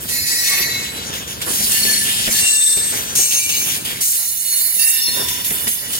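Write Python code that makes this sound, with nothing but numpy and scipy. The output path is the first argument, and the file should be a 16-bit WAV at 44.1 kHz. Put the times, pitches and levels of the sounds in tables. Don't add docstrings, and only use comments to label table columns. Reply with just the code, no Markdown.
import sys
import numpy as np
from scipy import signal
from scipy.fft import rfft, irfft, next_fast_len
from scipy.io import wavfile
from scipy.ndimage import uniform_filter1d

SR = 44100
rng = np.random.default_rng(int(sys.argv[2]) if len(sys.argv) > 2 else 0)


def int16_out(signal):
    q = np.round(np.clip(np.atleast_2d(signal).T, -1, 1) * 32767)
    wavfile.write(sys.argv[1], SR, q.astype(np.int16))


N = 264147
TIME = np.arange(N) / SR
FFT_SIZE = next_fast_len(N, True)
FREQ = np.arange(FFT_SIZE // 2 + 1) * SR / FFT_SIZE

TOP_HZ = 15800
BITE_S = .012

# frequency_hz, density_db (per Hz)
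GRIND_COLOUR = [(300, -56), (700, -9.5), (1300, -12), (1900, -1.5), (2600, -1.5), (3200, 4), (4300, -0.5),
                (6000, 2), (8000, 1.5), (11000, 1), (13500, -0.5), (15700, -2)]
# frequency_hz, level_db
MODES_A = [(1776, -15), (1924, -7), (2174, -14), (2497, -16), (2651, -15), (3994, -8), (4266, -4),
           (4395, -5), (4635, -6), (5003, -5), (5192, -5), (5595, -4), (5652, -9), (5900, -3), (6107, -6),
           (6441, -8), (7000, -4), (7899, -6), (9235, -6), (9544, -6), (10279, -7), (10623, -7),
           (10984, -5), (11401, -4), (11506, -6), (11964, -7), (12658, -3), (15471, -9)]
MODES_B = [(1752, -6), (2783, -4), (3014, -8), (4683, -6), (5100, -9), (5326, -5), (5614, -4), (5827, -7),
           (6010, -7), (6274, -6), (6599, -6), (7237, -8), (8053, 0), (9216, -5), (9501, -3), (9929, -2),
           (10169, -4), (12155, -7)]
MODES_C = [(1746, -17), (2777, -14), (3628, -9), (4077, -14), (4360, -6), (5604, -16), (6002, -9),
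           (6266, -12), (7189, -12), (7353, -6), (7525, -7), (8936, -10), (9463, -7), (9910, -9),
           (10150, -11), (10675, -12), (12470, -12), (13754, -13), (14890, -10)]
MODES_D = [(2341, -16), (2686, -11), (2898, -11), (3585, -15), (4314, -10), (4524, -12), (5474, -9),
           (5668, -15), (6188, -13), (6330, -12), (6416, 0), (6557, -11), (7412, -8), (8222, -13),
           (8330, -6), (8419, -5), (8691, -8), (9356, -13), (10047, -11), (10177, -11), (11027, -7),
           (11138, -11), (11571, -14), (15097, -13)]
MODES_E = [(2888, -19), (4306, -13), (8212, -16), (8344, -14), (9251, -12), (9345, -13), (10002, -12),
           (10144, -12), (10222, -11), (10319, -10), (10623, -6), (10998, 0), (11084, -7), (11442, -11),
           (11942, -8), (12774, -5), (12933, -14), (13186, -10), (13813, -10), (14120, -13), (15035, -7),
           (15565, -12)]
MODES_F = [(1820, -22), (2753, -22), (4589, -20), (5469, -12), (6373, -14), (8182, -13), (9983, -2),
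           (10107, -16), (10195, -11), (10656, -17), (10984, -9), (11092, -12), (11442, -15), (11797, -14),
           (11883, -11), (12736, -11), (14569, -16), (15509, -13)]
MODES_G = [(1925, -10), (2900, -5), (3561, -2), (4389, -7), (5460, -6), (9999, -2), (10195, -3),
           (10990, -3), (14957, -4)]
# start_s, attack_s, hold_s, fade_db_per_s, level_db, low_rasp_db, top_sizzle_db
SCRAPES = [(0.0, 0.012, 0.076, 90, -29, -13, 4.5), (0.076, 0.017, 0.044, 60, -19.5, -2, 2),
           (0.255, 0.019, 0.22, 68, -16, -6.5, -3), (0.385, 0.087, 0.07, 40, -26, 11.5, -6.5),
           (0.69, 0.05, 0.13, 71.5, -27.5, -0.5, -6), (0.937, 0.036, 0.15, 64, -29.5, -8, -8),
           (1.117, 0.022, 0.016, 152, -25, 2.5, -3.5), (1.267, 0.013, 0.051, 386, -25, -4, -3),
           (1.412, 0.0036, 0.0092, 304, -26.5, 4, 1), (1.442, 0.061, 0.024, 56, -18, -5.5, -0.5),
           (1.505, 0.09, 0.075, 27, -16, -3.5, 0.5), (1.69, 0.032, 0.072, 14, -16.5, -0.5, 1),
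           (2.025, 0.045, 0.2, 49, -23, 5.5, -1), (2.29, 0.03, 0.084, 20, -15, -2.5, -2),
           (2.752, 0.099, 0.12, 59, -26, 4.5, 1.5), (3.151, 0.0034, 0.034, 44, -11.5, -9.5, -2),
           (3.302, 0.013, 0.015, 76, -16, 2.5, 1.5), (3.481, 0.016, 0.26, 150, -21, 4, 3),
           (3.842, 0.0096, 0.058, 100, -24.5, 5, 2.5), (4.004, 0.008, 0.071, 21, -15, -10.5, 1.3),
           (4.354, 0.19, 0.13, 75, -20.5, -0.5, 6), (4.736, 0.0055, 0.012, 87.5, -17.5, -15, 7),
           (4.784, 0.011, 0.22, 134, -20.5, 2, 4.5), (5.052, 0.092, 0.076, 48, -22, 5.5, 4),
           (5.29, 0.016, 0.05, 102, -22.5, 3, 2.5), (5.438, 0.016, 0.011, 30, -21.5, -5.5, 6.5),
           (5.673, 0.0056, 0.012, 97, -21.5, -7, 8.5), (5.889, 0.032, 0.02, 31, -21.5, -12, 2)]
# level_db (at mid-time), low_rasp_db, top_sizzle_db
RUBBING = (-31.5, 3, -0.97)


def undb(db):
    return np.exp(np.asarray(db) * (np.log(10) / 20))


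def unit(x):
    return x / np.sqrt(np.mean(x ** 2))


def curves(table):
    s, *columns = np.transpose(table)
    return [np.interp(TIME, s, c) for c in columns]


def during(table):
    before = (table[0][0] - TIME) / .004
    after = (TIME - table[-1][0]) / .025
    return np.exp(-np.maximum(0, np.maximum(before, after)))


def held(start, attack_s, hold_s, fade_db_per_s):
    age = TIME - start
    release = np.maximum(age - attack_s - hold_s, 0)
    return np.clip(age / attack_s, 0, 1) * undb(-fade_db_per_s * release)


def blows(table, settle_s):
    return sum(undb(db) * (TIME >= s) * np.exp(-np.abs(TIME - s) / settle_s) for s, db in table)


def colour_db(points, hz):
    f, db = np.transpose(points)
    return np.interp(np.log(hz + 1), np.log(f), db)


def shape(x, gain):
    return irfft(rfft(x, FFT_SIZE) * gain, FFT_SIZE)[..., :N]


def walk(rate, time=TIME):
    steps = time * rate + rng.random()
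    return np.sqrt(1.5) * np.interp(steps, np.arange(1024), rng.standard_normal(1024))


def ports(direct, scattered, lag_ms, share):
    late = shape(direct, np.exp(-2j * np.pi * FREQ * lag_ms / 1000))
    share = np.clip(share, 0, 1)
    return shape(np.array([direct, late]), np.sqrt(1 - share)) + shape(scattered, np.sqrt(share))


def grit(rate, spread_db):
    size = undb(spread_db * np.minimum(rng.exponential(size=N), 5)) * rng.standard_normal(N)
    return unit(size * (rng.random(N) < rate / SR))


def tone(hz, time, waver, beating=0, scatter_rad=0.66):
    split_hz = 30
    phase = 2 * np.pi * np.cumsum(hz * (1 + waver * walk(160, time))) / SR
    beat_cycles = rng.random() + np.cumsum(split_hz * (1 + .3 * walk(12, time))) / SR
    beat = np.float32(2 * np.pi * beat_cycles)
    lag = rng.choice([-1, 1]) * np.pi / 2 + scatter_rad * walk(4.005, time)
    phases = np.float32([phase, phase - lag])
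    pair = np.sin(phases) + beating * np.sin(phases - beat)
    return pair * np.sqrt(2 / (1 + beating ** 2))


def rolling_db():
    # start_s, end_s, low_depth_db, higher_depth_db
    dips = [(0.227, 0.517, 5.5, 2), (2.433, 2.725, 12.5, 3.5), (3.19, 3.44, 6.5, 5.5),
            (4.008, 5.073, 12, 16), (5.67, 5.81, 7.5, 9)]
    # peak_s, half_length_s, low_db, higher_db
    surges = [(1.52, 0.036, 5.5, 4.5), (3.01, 0.13, 1.5, 3), (3.764, 0.05, 3, -0.5), (4.694, 0.27, -4, 3.5),
              (5.203, 0.048, 1.5, 7.5)]
    sink_s, recover_s = 0.026, 0.031
    change = np.zeros((2, N))
    for start, end, *depth_db in dips:
        sunk = 1 - np.exp(-np.maximum(TIME - start, 0) / sink_s)
        recovery = np.exp(-np.maximum(TIME - end, 0) / recover_s)
        change -= np.outer(depth_db, sunk * recovery)
    for peak, half_s, *rise_db in surges:
        change += np.outer(rise_db, np.exp(-((TIME - peak) / half_s) ** 2))
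    return change


def rumble(throb_db=2.5, scatter_hz=900, recede_db_per_s=0.36):
    # frequency_hz, density_db (per Hz)
    roll_colour = [(15, -47), (25, -30), (70, -0.5), (182, -1.5), (216, -2), (264, -2.5), (461, -1.5),
                   (845, -9.5), (967, -5.5), (1200, -9), (1400, -5.5), (1820, -3.5), (3080, -120)]
    roll_db, higher_db = -37.5, 0.05
    scattered_share = 0.056 + 0.82 * FREQ / (FREQ + scatter_hz)
    treads = grit(rate=2500, spread_db=1.5)
    shaking = ports(treads, rng.standard_normal((2, N)), lag_ms=0.38, share=scattered_share)
    shaking = shape(shaking, undb(colour_db(roll_colour, FREQ)))
    bass = 1 / (1 + (FREQ / 300) ** 8)
    low_change_db, higher_change_db = rolling_db()
    low = unit(shape(shaking, bass)) * undb(low_change_db)
    higher = unit(shape(shaking, 1 - bass)) * undb(higher_db + higher_change_db + throb_db * walk(35))
    return (low + higher) * undb(roll_db - recede_db_per_s * TIME)


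def boom():
    # start_s, attack_s, hold_s, fade_db_per_s, level_db
    start, attack_s, hold_s, fade, db = (1.5, 0.12, 0.03, 23, -33.5)
    wall_hz, width_hz = 214.4, 19
    resonance = 1 / (1 + (2 * (FREQ - wall_hz) / width_hz) ** 2)
    wall = unit(shape(rng.standard_normal(N), resonance))
    return wall * held(start, attack_s, hold_s, fade) * undb(db)


def clunks(gain_db=-3):
    # start_s, level_db (before gain_db), clack_db (relative to level_db)
    knocks = [(1.474, -25, -19), (1.6, -22.5, -17), (1.852, -19.5, -12), (2.276, -16, -10), (2.77, -22, -9),
              (3.189, -23, -11), (4.763, -31.5, -10), (5.081, -24.5, -12), (5.505, -20, -6),
              (5.671, -22.5, 5)]
    # frequency_hz, level_db (relative), t60_s
    frame_modes = [(104, -23, 0.29), (161, -2, 0.26), (227, 13, 0.18), (325, -1.5, 0.094),
                   (447, 4.5, 0.0055), (605, -10, 0.0075), (737, 5, 0.06), (1860, 7.5, 0.0057)]
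    clack_hz, clack_width_hz = 2130, 2200
    frame = sum(undb(db) / (1 + 1j * (FREQ - hz) * 2 * np.pi * t60 / np.log(1000))
                for hz, db, t60 in frame_modes)
    frame = frame / np.sqrt(np.mean(np.abs(frame) ** 2))
    force = ports(rng.standard_normal(N), rng.standard_normal((2, N)), lag_ms=0.34, share=0.1)
    thud = shape(force * blows([row[:2] for row in knocks], settle_s=0.02), frame)
    face = 1 / (1 + 1j * (FREQ - clack_hz ** 2 / (FREQ + 1)) / clack_width_hz)
    face = face / np.sqrt(np.mean(np.abs(face) ** 2))
    contact = blows([(s, db + clack_db) for s, db, clack_db in knocks], settle_s=0.0078)
    clack = shape(force * contact, face)
    return undb(gain_db) * (thud + clack)


def snaps(gain_db=-3):
    # start_s, level_db (before gain_db)
    bites = [(0.0886, -21), (1.4177, -16), (3.1536, -17), (3.3224, -15.5), (3.493, -16), (4.0117, -22),
             (5.2849, -12.5), (5.4453, -15.5), (5.6785, -14), (5.9325, -16)]
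    crack = unit(shape(rng.standard_normal((2, N)), undb(colour_db(GRIND_COLOUR, FREQ))))
    return undb(gain_db) * crack * blows(bites, settle_s=0.019)


def shriek(gain_db=-1.5):
    # time_s, lower_mode_db, upper_mode_db
    locked_levels = [(2.32, -34, -37), (2.371, -33, -22), (2.45, -20, -16.5), (2.56, -16, -17.5),
                     (2.682, -16, -13.5), (2.9, -32, -18.5), (3.0, -36, -35), (3.14, -41, -37)]
    # lower_hz, upper_hz
    locked_hz = (8021, 8264)
    pair = 0
    for hz, db in zip(locked_hz, curves(locked_levels)):
        mode = tone(hz, TIME, waver=.0009, beating=.2, scatter_rad=.15)
        pair = pair + mode * undb(db + walk(30))
    return pair * undb(gain_db) * during(locked_levels)


def howls(gain_db=1.0, swell_db=14):
    # start_s, peak_s, end_s, pitch_hz, level_db (before gain_db), beating (0-1)
    howling_modes = [(0.41, 0.702, 1.06, 3980, -26.5, 0.22), (0.45, 0.71, 1.08, 2180, -33, 0.2),
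                     (.4, 0.51, 0.76, 1150, -39.5, 1), (0.704, 0.839, 1.06, 8020, -31.5, .4),
                     (1.45, 1.476, 2.7, 11164, -25, 0.26), (1.7, 1.74, 2.02, 11240, -24.5, 0.2),
                     (1.9, 1.993, 2.5, 10600, -30, 0.2), (1.684, 1.73, 2.3, 4340, -29, .9),
                     (1.7, 1.748, 1.88, 2780, -29, 0.3), (1.719, 1.915, 2.03, 4390, -20, .95),
                     (1.81, 2.01, 2.54, 1758, -32.5, 0.7), (1.858, 2.067, 2.46, 7570, -24, 0),
                     (2.302, 2.328, 2.46, 6320, -23, .6), (2.305, 2.483, 2.4, 4430, -22, .8),
                     (2.39, 2.45, 2.62, 2770, -20.5, .4), (2.541, 2.673, 2.9, 3610, -26, 0.1),
                     (2.868, 2.974, 3.54, 6240, -28.5, 0), (3.15, 3.176, 3.27, 6500, -20, 0.32),
                     (3.152, 3.19, 3.27, 8333, -18, .5), (3.15, 3.196, 3.36, 8350, -22, 0.5),
                     (3.149, 3.206, 3.3, 7460, -19, .5), (3.243, 3.378, 3.45, 6420, -20, 0),
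                     (3.348, 3.507, 3.89, 2348, -31.5, 0), (4.362, 4.525, 4.83, 4303, -29, 0.2),
                     (4.78, 4.797, 5.1, 2757, -28, 1), (4.783, 4.82, 4.94, 4589, -28, .9),
                     (4.8, 4.91, 5.4, 9984, -26, 0.5), (4.849, 5.207, 5.7, 994, -39.5, 0.8),
                     (4.963, 5.1, 5.17, 4292, -23.5, 0.2), (4.86, 5.036, 5.46, 5470, -26, 0.45),
                     (4.878, 5.132, 5.5, 3540, -29, 0.42), (5.68, 5.71, 5.81, 6400, -31, 0.5),
                     (5.675, 5.692, 5.7, 10000, -21, 1)]
    chatter_rate = 55.27
    fade_s = 0.017
    out = np.zeros((2, N))
    for start, peak, end, hz, db, beating in howling_modes:
        live = (TIME > start) & (TIME < end + 4 * fade_s)
        time = TIME[live]
        swell = np.interp(time, [start, peak, end], [-swell_db, 0, -swell_db])
        chatter_db = 2.5 * walk(chatter_rate, time)
        fade = np.exp(-np.maximum(time - end, 0) / fade_s)
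        onset = np.minimum((time - start) / BITE_S, 1)
        size = undb(gain_db + db + swell + chatter_db) * fade * onset
        out[:, live] += size * tone(hz, time, waver=.001, beating=beating)
    return out


def judder(rate=45, settle_s=0.024):
    kicks = (rng.random(N) < rate / SR) * rng.uniform(0.37, 1, N)
    bursts = signal.lfilter([1], [1, -np.exp(-1 / (settle_s * SR))], kicks)
    return unit(bursts - bursts.mean())


def scrape_powers():
    rise_db_per_s = 1
    rubbing = undb(RUBBING[0] + rise_db_per_s * (TIME - TIME.mean()))
    scrapes = [undb(db) * held(start, attack_s, hold_s, fade)
               for start, attack_s, hold_s, fade, db, _, _ in SCRAPES]
    return np.array([rubbing] + scrapes) ** 2


def grinding(powers, gain_db=0.0, judder_db=0.72, flicker_db=1.96):
    rasp_db, sizzle_db = np.transpose([row[-2:] for row in [RUBBING] + SCRAPES])
    slips = ports(grit(rate=14000, spread_db=1.8), rng.standard_normal((2, N)), lag_ms=.43, share=.4)
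    slips = unit(shape(slips, undb(colour_db(GRIND_COLOUR, FREQ))))
    edges_hz = [0, 1500, 2400, 3800, 5400, 7200, 9400, 11500, 13500, SR / 2]
    spectrum, out = rfft(slips, FFT_SIZE), 0
    for lo, hi in zip(edges_hz, edges_hz[1:]):
        centre = (lo + hi) / 2
        rasp_part = np.interp(centre, [3000, 6000], [1, 0])
        sizzle_part = np.interp(centre, [6000, 10500], [-.4, 1])
        db = rasp_db * rasp_part + sizzle_db * sizzle_part
        size = np.sqrt(undb(db) ** 2 @ powers)
        band = irfft(spectrum * ((FREQ >= lo) & (FREQ < hi)), FFT_SIZE)[:, :N]
        out = out + band * size * undb(flicker_db * walk(25))
    return out * undb(gain_db + judder_db * judder())


def wheel_colour(modes, depth_db, count=80):
    skirt_hz, lowest_hz = 23, 3600
    centres_hz = np.linspace(lowest_hz, TOP_HZ, count)
    scatter = rng.standard_normal((count, 2))
    crowd = [(hz + 70 * a, -9 + 6 * b) for hz, (a, b) in zip(centres_hz, scatter)]
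    humps = np.zeros((2, len(FREQ)))
    for hz, db in list(modes) + crowd:
        near = slice(*np.searchsorted(FREQ, [hz - 300, hz + 300]))
        at_ports = 4 * undb(min(db, -5) + 3 * rng.standard_normal((2, 1)))
        humps[:, near] += at_ports / (1 + ((FREQ[near] - hz) / skirt_hz) ** 2) ** 2
    power = humps + undb(-depth_db) ** 2
    return np.sqrt(power / uniform_filter1d(power, size=16000))


def ringing(modes, ring, gain_db=0.6, treble_damping=0.072):
    live = ring > ring.max() / 20
    time, ring_db, out = TIME[live], 20 * np.log10(ring[live]), np.zeros((2, N))
    total, sound = np.sqrt(sum(undb(db) ** 2 for _, db in modes)), 0
    for hz, db in modes:
        fading_db = treble_damping * np.log(hz / 6000) * (ring_db - ring_db.max())
        flutter_db = 3.5 * walk(9, time) + 2.5 * walk(55, time)
        mode = tone(hz, time, waver=.0006 + 7 / hz, beating=.5)
        sound = sound + undb(db + ring_db + fading_db + flutter_db) * mode
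    out[:, live] = sound * undb(gain_db) / total
    return out


def wheels():
    # modes, start_s, peak_s, level_db, swell_db, fade_db_per_s, left_minus_right_db
    passing_wheels = [(MODES_A, 0.09, 0.59, -20.5, 5, 61, -1.3), (MODES_B, 1.70, 1.77, -25, 3, 22.6, 2.3),
                      (MODES_C, 2.315, 2.69, -25, 0.97, 53, 0.3),
                      (MODES_D, 3.153, 3.496, -24, -0.24, 49, 0.4),
                      (MODES_E, 4.012, 4.72, -21.5, 6.5, 79, -2.2),
                      (MODES_F, 4.785, 4.973, -20, -1.47, 48, -1.6),
                      (MODES_G, 4.9, 5.76, -34, 0.83, 9.7, -1.5)]
    valleys = [15, 9, 22, 22, 19, 20, 7]
    powers = scrape_powers()
    grind = grinding(powers)
    bare = (undb(-12) * np.sqrt(powers.sum(axis=0))) ** 4
    coloured, weights, tones = bare * grind, bare, 0
    for (modes, start, peak, db, swell_db, fade, pan_db), depth_db in zip(passing_wheels, valleys):
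        swell = np.interp(TIME, [start, peak], [-swell_db, 0])
        ring = held(start, BITE_S, peak - start - BITE_S, fade) * undb(db + swell)
        sides = undb(np.array([[pan_db], [-pan_db]]) / 2)
        weight = ring ** 4
        coloured = coloured + sides * weight * shape(grind, wheel_colour(modes, depth_db))
        weights = weights + weight
        tones = tones + sides * ringing(modes, ring)
    return coloured / weights + tones


def scene():
    return rumble() + boom() + clunks() + snaps() + shriek() + howls() + wheels()


def record(dry):
    # frequency_hz, left_minus_right_db
    port_balance = [(300, -0.5), (2000, -1.5), (4000, 0), (5200, 9.5), (6200, 4.5), (7500, 0.5),
                    (9000, 3.5), (10400, -11.5), (12700, -3.5), (14300, 5), (15500, -21)]
    balance_db = colour_db(port_balance, FREQ)
    gains = undb(np.array([balance_db, -balance_db]) / 2)
    heard = shape(dry, gains / np.sqrt(np.mean(gains ** 2, axis=0)))
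    rounded = heard / (1 + (heard / .95) ** 6) ** (1 / 6)
    return shape(rounded, 1 / np.sqrt(1 + (FREQ / TOP_HZ) ** 200))


dry = scene()
out = record(dry)
int16_out(out)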